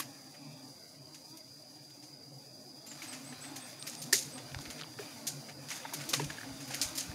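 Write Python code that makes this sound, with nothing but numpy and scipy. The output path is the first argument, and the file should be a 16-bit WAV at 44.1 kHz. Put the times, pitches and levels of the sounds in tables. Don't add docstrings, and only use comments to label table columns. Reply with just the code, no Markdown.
import sys
import numpy as np
from scipy import signal
from scipy.fft import rfft, irfft
from scipy.io import wavfile
from scipy.ndimage import uniform_filter1d

SR = 44100
rng = np.random.default_rng(int(sys.argv[2]) if len(sys.argv) > 2 else 0)


def convert_level_to_amplitude(level_db):
    exponent = np.asarray(level_db, float) / 20
    return 10 ** exponent


def master_out(mix):
    frames = np.transpose(np.atleast_2d(mix))
    ceiling = np.clip(frames, -1, 1)
    pcm = np.round(ceiling * 32767).astype(np.int16)
    wavfile.write(sys.argv[1], SR, pcm)


N = 314874


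def curve(rows):
    s, *columns = np.transpose(rows)
    return [np.interp(np.arange(N) / SR, s, column) for column in columns]


def unit(x):
    return x / np.sqrt(np.mean(x ** 2) + 1e-20)


def drift(rate_hz):
    pole = np.exp(-80 * np.pi * rate_hz / SR)
    noise = rng.standard_normal(N // 40 + 2002)
    slow = signal.lfilter([1], [1, -2 * pole, pole * pole], noise)[2000:]
    return np.interp(np.arange(N) / 40, np.arange(len(slow)), unit(slow))


def band(x, low_hz, high_hz):
    return signal.sosfilt(signal.butter(2, [low_hz, high_hz], "band", fs=SR, output="sos"), x)


def resonate(x, hz, width_hz):
    r = np.exp(-np.pi * width_hz / SR)
    feedback = [1, -2 * r * np.cos(2 * np.pi * hz / SR), r * r]
    return signal.lfilter(np.array([1, 0, -1]) * (1 - r * r) / 2, feedback, x)


def shaped(x, spectrum):
    hz, level_db = np.transpose(spectrum)
    grid_hz = np.fft.rfftfreq(N, 1 / SR) + 1
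    gain_db = np.interp(np.log(grid_hz), np.log(hz), level_db, left=-80, right=-80)
    return unit(irfft(rfft(x) * convert_level_to_amplitude(gain_db), N))


def patchy(x, spectrum, patch_db, rate_hz):
    x = shaped(x, spectrum)
    edges = 60 * 2 ** np.arange(0, 7, .25)
    lowest_hz, highest_hz = spectrum[0][0], spectrum[-1][0]
    heard = [(low, high) for low, high in zip(edges, edges[1:]) if lowest_hz < high and low < highest_hz]
    return unit(sum(convert_level_to_amplitude(patch_db * drift(rate_hz)) * band(x, low, high) for low, high in heard))


def grains(spread_db):
    size_db = spread_db * np.minimum(rng.exponential(1, N), 6)
    return unit(convert_level_to_amplitude(size_db) * rng.choice([-1, 1], N))


def swells(rows):
    t = np.arange(N) / SR
    return sum(convert_level_to_amplitude(level_db) * np.exp(-.5 * ((t - s) / width) ** 2) for s, level_db, width in rows)


def add(out, s, sound):
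    at = round(s * SR)
    sound = sound[max(-at, 0):N - at]
    out[max(at, 0):max(at, 0) + len(sound)] += sound


def snaps():
    # time_s, level_db (relative, middle band), wood_db and top_db (against the middle),
    # scatter_t60_s
    twigs = [(-0.006, -28.5, 2.5, 9.5, 0.19), (0.3404, -54, 8.5, -7, 0.44), (1.144, -43, -3, -7, 0.19),
             (1.371, -47.5, -13, 9, .11), (1.896, -50, -6, -8, 0.71), (2.026, -45.5, -6, -13, 0.25),
             (2.864, -42, -4, 4, 0.33), (2.913, -51, 8, -12, 0.34), (3.02, -38, 0, -4, 0.39),
             (3.0444, -53, 8, -7, 0.35), (3.126, -36, -1, -16, 0.34), (3.3244, -56, 13, -11, .18),
             (3.439, -54, 16.5, -19, 0.71), (3.559, -34, -10, -3, 0.16), (3.8676, -32, -3.5, 2, 0.57),
             (4.018, -33.5, -34, 0.5, 0.23), (4.1267, -12, -14.5, -4, 0.32), (4.377, -45.5, 6.5, -13, 0.16),
             (4.609, -41, -7, -10, 0.12), (4.652, -49, 12.5, -9, 0.15), (4.703, -37.5, -4, -6, 0.2),
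             (4.778, -54, 8, -11, .2), (4.791, -47, 11, -9, 0.16), (5.2685, -22.5, -15, -1, 0.2),
             (5.487, -48, 10.5, -9, 0.19), (5.686, -36.5, -4, -7, 0.48), (5.7035, -35, -1, -2, 0.25),
             (5.716, -40, 6, -8, 0.2), (5.753, -41, -10, -7, 0.16), (5.884, -53, 12, -6, 0.15),
             (5.935, -31, -5, 6, 0.37), (5.998, -51, 14, -4, 0.27), (6.011, -49, 6, -8, 0.15),
             (6.09, -25.5, -22, 2, 0.17), (6.1328, -20.5, -1.5, -4, 0.22), (6.196, -39.5, 7.5, -5, 0.29),
             (6.242, -40.5, -9, -7, 0.63), (6.299, -47, 10, -8, 0.27), (6.604, -38, -4, -4, 0.59),
             (6.677, -40.5, -3, 1, 0.56), (6.704, -42, 7, -14, 0.65), (6.736, -41.5, 9.5, -8, 0.35),
             (6.7445, -37.5, -9, 9, 0.44), (6.815, -20.5, -13, -9, 0.23), (6.9525, -33, -13, 2, 0.26),
             (6.976, -25, -15.5, -2, 0.29), (7.005, -49.5, 11.5, -9, 0.36)]
    # centre_hz, width_hz, level_db
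    colour = [(5000, 12000, -4), (6530, 480, 5), (7970, 770, -8.5)]
    tearing_s, crack_t60_s, rise_s = 0.011, 0.044, 0.0017
    # part, low_hz, high_hz, body_db, scatter_db
    bands = [("mid", 4350, 9160, 0, 4.0), ("wood", 1190, 3040, 0, -6.0),
             ("top", 7500, 12440, 0, -18), ("wood", 450, 1190, -7, -15)]
    t = np.arange(SR // 3) / SR
    after = np.maximum(t - tearing_s, 0)
    rise = np.minimum(t / rise_s, 1)
    crack = convert_level_to_amplitude(-60 * after / crack_t60_s)
    fibres = grains(spread_db=3.4) * convert_level_to_amplitude(1.5 * drift(90))
    out = 0
    for turn, (part, low_hz, high_hz, body_db, scatter_db) in enumerate(bands):
        envelope = np.zeros(N)
        for s, level_db, wood_db, top_db, t60 in twigs:
            part_db = dict(mid=0, wood=wood_db, top=top_db)[part]
            scatter = convert_level_to_amplitude(scatter_db - 60 * after / max(t60, .01))
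            add(envelope, s - .001, convert_level_to_amplitude(level_db + part_db + body_db - 15.0) * rise * (crack + scatter))
        gain = 1 / np.std(band(fibres, low_hz, high_hz))
        sign = (-1) ** turn
        out = out + gain * sign * band(fibres * envelope, low_hz, high_hz)
    for hz, width_hz, level_db in colour:
        out = out + (convert_level_to_amplitude(level_db) - 1) * resonate(out, hz, width_hz)
    return out


def ticks():
    # start_s, peak_db, centre_hz
    stalks = [(1.1487, -36, 6300), (1.3735, -37, 5900), (1.906, -47, 3540), (3.826, -25.5, 4170),
              (3.898, -25.5, 7500), (3.952, -27.5, 5630), (4.1315, -12, 6000), (4.133, -9, 5250),
              (4.519, -39, 2500), (4.5463, -27.5, 1700), (4.547, -28.5, 4000), (4.589, -30.5, 4560),
              (4.589, -35, 730), (4.655, -34, 4000), (4.703, -29, 4160), (4.8133, -26, 3840),
              (4.812, -38, 1320), (4.821, -33.5, 3570), (4.8213, -37.5, 1300), (4.8352, -32, 2730),
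              (4.843, -42, 990), (4.989, -34.5, 1630), (4.995, -38, 2520), (5.032, -45, 2000),
              (5.835, -39, 2380), (5.859, -34.5, 1520), (4.547, -39.5, 780), (6.244, -36, 2600),
              (6.771, -35, 5000), (6.1362, -20, 3180), (6.139, -13.5, 3500), (6.7455, -19.5, 5370),
              (6.815, -12.5, 5240), (6.977, -29, 5000), (7.133, -43, 2420), (7.009, -19, 6760)]
    width_share = 0.64
    tail_db, tail_t60_s = -20, 0.0088
    out, t = np.zeros(N), np.arange(512) / SR
    splinters = rng.standard_normal((len(stalks), len(t))) * convert_level_to_amplitude(tail_db - 60 * t / tail_t60_s)
    for (s, peak_db, hz), tail in zip(stalks, splinters):
        click = (t == 0) + tail
        for _ in range(2):
            click = resonate(click, hz, width_share * hz)
        add(out, s, convert_level_to_amplitude(peak_db) * click / np.abs(click).max())
    return out


def knocks():
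    # time_s (middle of the scrape), peak_db, ring_hz
    blows = [(0.001, -31, 1130), (4.129, -34.5, 1150), (3.021, -33, 2210), (3.326, -43.5, 1680),
             (4.1295, -18, 1790), (4.13, -34, 389), (4.143, -40, 402), (4.141, -25, 1980),
             (4.558, -47, 1110), (4.993, -36, 407), (5.492, -48, 2030), (5.713, -33, 2250),
             (5.852, -32, 875), (5.853, -38, 1540), (5.926, -39, 910), (6.004, -47, 290),
             (5.936, -34.5, 884), (6.136, -39, 2230), (6.137, -27.5, 1110), (6.135, -32, 485),
             (6.197, -28, 944), (6.202, -31, 417), (6.213, -38, 316), (6.232, -45, 250),
             (6.302, -33.5, 1670), (6.304, -47, 905), (6.384, -36, 1700), (6.411, -37, 1720),
             (6.432, -37, 1700), (6.708, -36.5, 810), (7.115, -42.5, 1780)]
    # ring_hz, t60_s
    wood_decay = [(140, 0.15), (430, 0.071), (800, 0.02), (2300, 0.014)]
    contact_s, chatter_db, chatter_t60_s = 0.004, -12, 0.07
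    t, out = np.arange(SR // 4) / SR, np.zeros(N)
    u = t[:SR // 16]
    size = (len(blows), len(u))
    contacts = 0.2 * rng.standard_normal(size) * convert_level_to_amplitude(3.0 * rng.exponential(1, size))
    scrape = np.exp(-((u - contact_s) / (contact_s / 2)) ** 2)
    chatter = (u > contact_s) * convert_level_to_amplitude(chatter_db - 60 * u / chatter_t60_s)
    contacts = contacts * (scrape + chatter)
    contacts[:, round(contact_s * SR / 2)] += .7
    for (s, peak_db, hz), contact in zip(blows, contacts):
        decay = convert_level_to_amplitude(-60 * t / np.interp(hz, *np.transpose(wood_decay)))
        overtone = 0.2 * np.sin(2 * np.pi * 1.767 * hz * t) * decay
        tone = decay * (np.sin(2 * np.pi * hz * t) + overtone)
        ring = band(signal.fftconvolve(tone, contact), hz / 2, hz * 4)
        add(out, s - contact_s, convert_level_to_amplitude(peak_db) * ring / np.abs(ring).max())
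    return out


def leaves():
    # time_s, level_db
    push = [(0.0, -65.5), (0.69, -66), (0.83, -68), (2.76, -69.5), (2.88, -64.5), (3.04, -52),
            (3.24, -57.5), (3.45, -54.5), (3.88, -58), (4.67, -56), (4.84, -55), (4.87, -57.5), (4.97, -62),
            (5.0, -52.5), (5.33, -58), (5.48, -59), (5.52, -62.5), (5.67, -58), (5.73, -51), (5.87, -53),
            (6.24, -50.5), (6.27, -56), (6.31, -51), (6.42, -52.5), (6.66, -57.5), (6.84, -49),
            (7.14, -54.5)]
    # freq_hz, level_db (per Hz)
    hiss_colour = [(1940, -90), (3300, -25.5), (4380, -12), (4810, -6.5), (5240, -11), (5980, -7.5),
                   (8050, -17), (9750, -13.5), (14900, -23.5), (16000, -15)]
    # freq_hz, level_db (per Hz)
    swish_colour = [(600, -2), (950, 0), (1400, 0.5), (1900, -1.5), (2350, 1.5), (3000, -6), (3700, -1),
                    (4600, -5), (5800, -26)]
    swish_db, = curve(push)
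    hiss_db = -54.5 + 0.43 * (swish_db + 54.5)
    hiss_db = hiss_db + 0.81 * drift(17) + 1.0 * drift(7.5)
    hiss = convert_level_to_amplitude(hiss_db) * shaped(grains(spread_db=3.0), hiss_colour)
    crackles_per_s = 500 * convert_level_to_amplitude(6 * drift(8))
    crackles = grains(spread_db=4.5) * (rng.random(N) < crackles_per_s / SR)
    crackles = unit(band(crackles, 1400, 8100))
    depth_db = np.clip(-.25 * (swish_db + 52), 1.2, 2.1)
    swish = patchy(grains(spread_db=4), swish_colour, patch_db=depth_db, rate_hz=5)
    return hiss + convert_level_to_amplitude(swish_db) * swish + convert_level_to_amplitude(swish_db - 11) * crackles


def fliers(kind, count=7):
    # beat_hz, spread (share of the beat), waver (share of the beat)
    wingbeats = [(141, .04, .035), (268, .08, .05)]
    # multiple, slow_fliers_db, bees_db
    wing_orders = [(1, 5, 1), (2, -1, -14.5), (3, -33, -7.5), (4, -21, -14)]
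    beat_hz, spread, waver = wingbeats[kind]
    out = 0
    for offset in np.linspace(-1.5, 1.5, count):
        hz = beat_hz * (1 + spread * offset + waver * drift(3.3))
        phase = 2 * np.pi * np.cumsum(hz) / SR
        nearness = convert_level_to_amplitude(6.05 * drift(4.1))
        wings = sum(convert_level_to_amplitude(levels[kind]) * np.sin(round(k) * phase + k * k) for k, *levels in wing_orders)
        out = out + nearness * wings
    return out / np.sqrt(uniform_filter1d(out ** 2, size=SR // 3))


def swarm():
    # time_s, level_db
    swarm_near = [(0.0, -56.5), (0.61, -58.5), (0.73, -59), (1.79, -60), (3.44, -54), (3.7, -56),
                  (4.26, -51), (5.89, -54), (6.01, -50.5), (7.14, -52.5)]
    # time_s, level_db
    bees_near = [(0.0, -50), (0.2, -63), (0.6, -54), (0.78, -59), (0.93, -80), (1.1, -59.5), (1.4, -62.5),
                 (1.57, -71), (2.18, -70), (2.3, -67.5), (3.3, -56.5), (5.0, -58), (7.14, -54.5)]
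    # top_s, level_db
    low_swells = [(0.5, -49.5), (1.21, -60.5), (2.32, -49.5), (3.16, -54), (4.18, -54), (4.42, -51),
                  (5.36, -49), (5.63, -49.5), (6.01, -49.5), (6.22, -41)]
    # freq_hz, level_db (per Hz)
    murmur_colour = [(53, -98), (90, -11), (130, 0), (200, -8.5), (279, -0.5), (407, -10), (587, -5.5),
                     (754, -9), (1100, -26), (1430, -50)]
    near_db, = curve(swarm_near)
    bees_db, = curve(bees_near)
    slow = convert_level_to_amplitude(near_db - 7.5 + 4.5 * drift(6))
    slow = np.maximum(slow, swells([(s, level_db, 0.043) for s, level_db in low_swells]))
    bees = convert_level_to_amplitude(bees_db + 2.5 * drift(10.7))
    murmur = patchy(rng.standard_normal(N), murmur_colour, patch_db=2.5, rate_hz=9.9)
    return slow * fliers(kind=0) + bees * fliers(kind=1) + convert_level_to_amplitude(near_db - 1.5) * murmur


def bumps():
    # middle_s, peak_db, pitch_hz
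    blows = [(4.169, -51, 75), (4.545, -50, 110), (4.567, -35, 85), (4.68, -46, 55), (6.09, -53, 60),
             (6.264, -40, 70), (6.52, -48, 55), (6.86, -41, 70), (7.098, -36.5, 101)]
    out, cycles = np.zeros(N), 2
    for s, peak_db, hz in blows:
        turn = np.arange(-cycles, cycles, hz / SR)
        push = np.exp(-(turn / 0.37) ** 2 / 2) * np.cos(2 * np.pi * turn)
        add(out, s - cycles / hz, convert_level_to_amplitude(peak_db) * push)
    return out


def puffs():
    # top_s, level_db, width_s
    gusts = [(4.56, -52, 0.035), (4.69, -63, 0.051), (6.28, -50, 0.029), (6.52, -55, 0.036),
             (6.87, -53, 0.047), (7.12, -47, 0.041)]
    still_air_db = -80.5
    return (swells(gusts) + convert_level_to_amplitude(still_air_db)) * unit(band(rng.standard_normal(N), 22, 144))


def bird():
    # top_s, top_hz, climb_hz, rise_s, level_db (rms, before flutter and rounding)
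    chirps = [(2.894, 7570, 750, 0.024, -51), (3.101, 8350, 500, 0.027, -54),
              (3.283, 8350, 760, 0.042, -53.5), (3.455, 8340, 795, 0.046, -53.5),
              (3.636, 8750, 1210, 0.039, -53.5), (3.813, 8850, 1050, 0.019, -50.5),
              (3.986, 9140, 1060, 0.017, -52), (4.35, 8640, 1190, 0.042, -54.5)]
    fall_s, fall_hz = .031, 1050
    out, flutter = np.zeros(N), convert_level_to_amplitude(4.5 * drift(45) - 2)
    for s, top_hz, climb_hz, rise_s, level_db in chirps:
        t = np.arange(-rise_s, fall_s, 1 / SR)
        away = np.where(t < 0, -t / rise_s, t / fall_s)
        hz = top_hz - np.where(t < 0, climb_hz, fall_hz) * away ** 1.6
        tone = np.sin(2 * np.pi * np.cumsum(hz) / SR)
        add(out, s - rise_s, np.sqrt(2) * convert_level_to_amplitude(level_db) * (1 - away ** 5) * tone)
    t = np.arange(SR // 5) / SR
    echoes = rng.standard_normal(len(t)) * convert_level_to_amplitude(-32 - 60 * t / .22)
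    return out * flutter + signal.fftconvolve(out, echoes)[:N]


def cicadas():
    # time_s, level_db
    strength = [(0.0, -59), (1.0, -58), (1.63, -56), (2.34, -58), (2.85, -54), (3.35, -59), (7.14, -57.5)]
    # centre_hz, width_hz, level_db (relative)
    tymbals = [(4725, 130, -15), (4765, 95, -11.5), (4780, 71, -14), (4894, 110, -12.5), (5000, 16, -13.5)]
    out = 0
    for hz, width_hz, level_db in tymbals:
        ringing = resonate(resonate(grains(spread_db=4), hz, width_hz), hz, width_hz)
        out = out + convert_level_to_amplitude(level_db + 1.0 * drift(0.45)) * unit(ringing)
    return convert_level_to_amplitude(curve(strength)[0] + 0.63 * drift(50)) * unit(out)


def scene():
    brush = snaps() + ticks() + knocks() + leaves()
    return (brush + swarm() + bumps() + puffs() + bird() + cicadas())[None]


def band_limit(x):
    return signal.sosfilt(signal.butter(12, 16660, fs=SR, output="sos"), x)


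def record(dry):
    heard = signal.sosfilt(signal.butter(2, 65, "high", fs=SR, output="sos"), dry)
    heard = signal.sosfilt(signal.cheby2(18, 40, 15850, fs=SR, output="sos"), heard)
    return band_limit(heard)


dry = scene()
out = record(dry)
master_out(out)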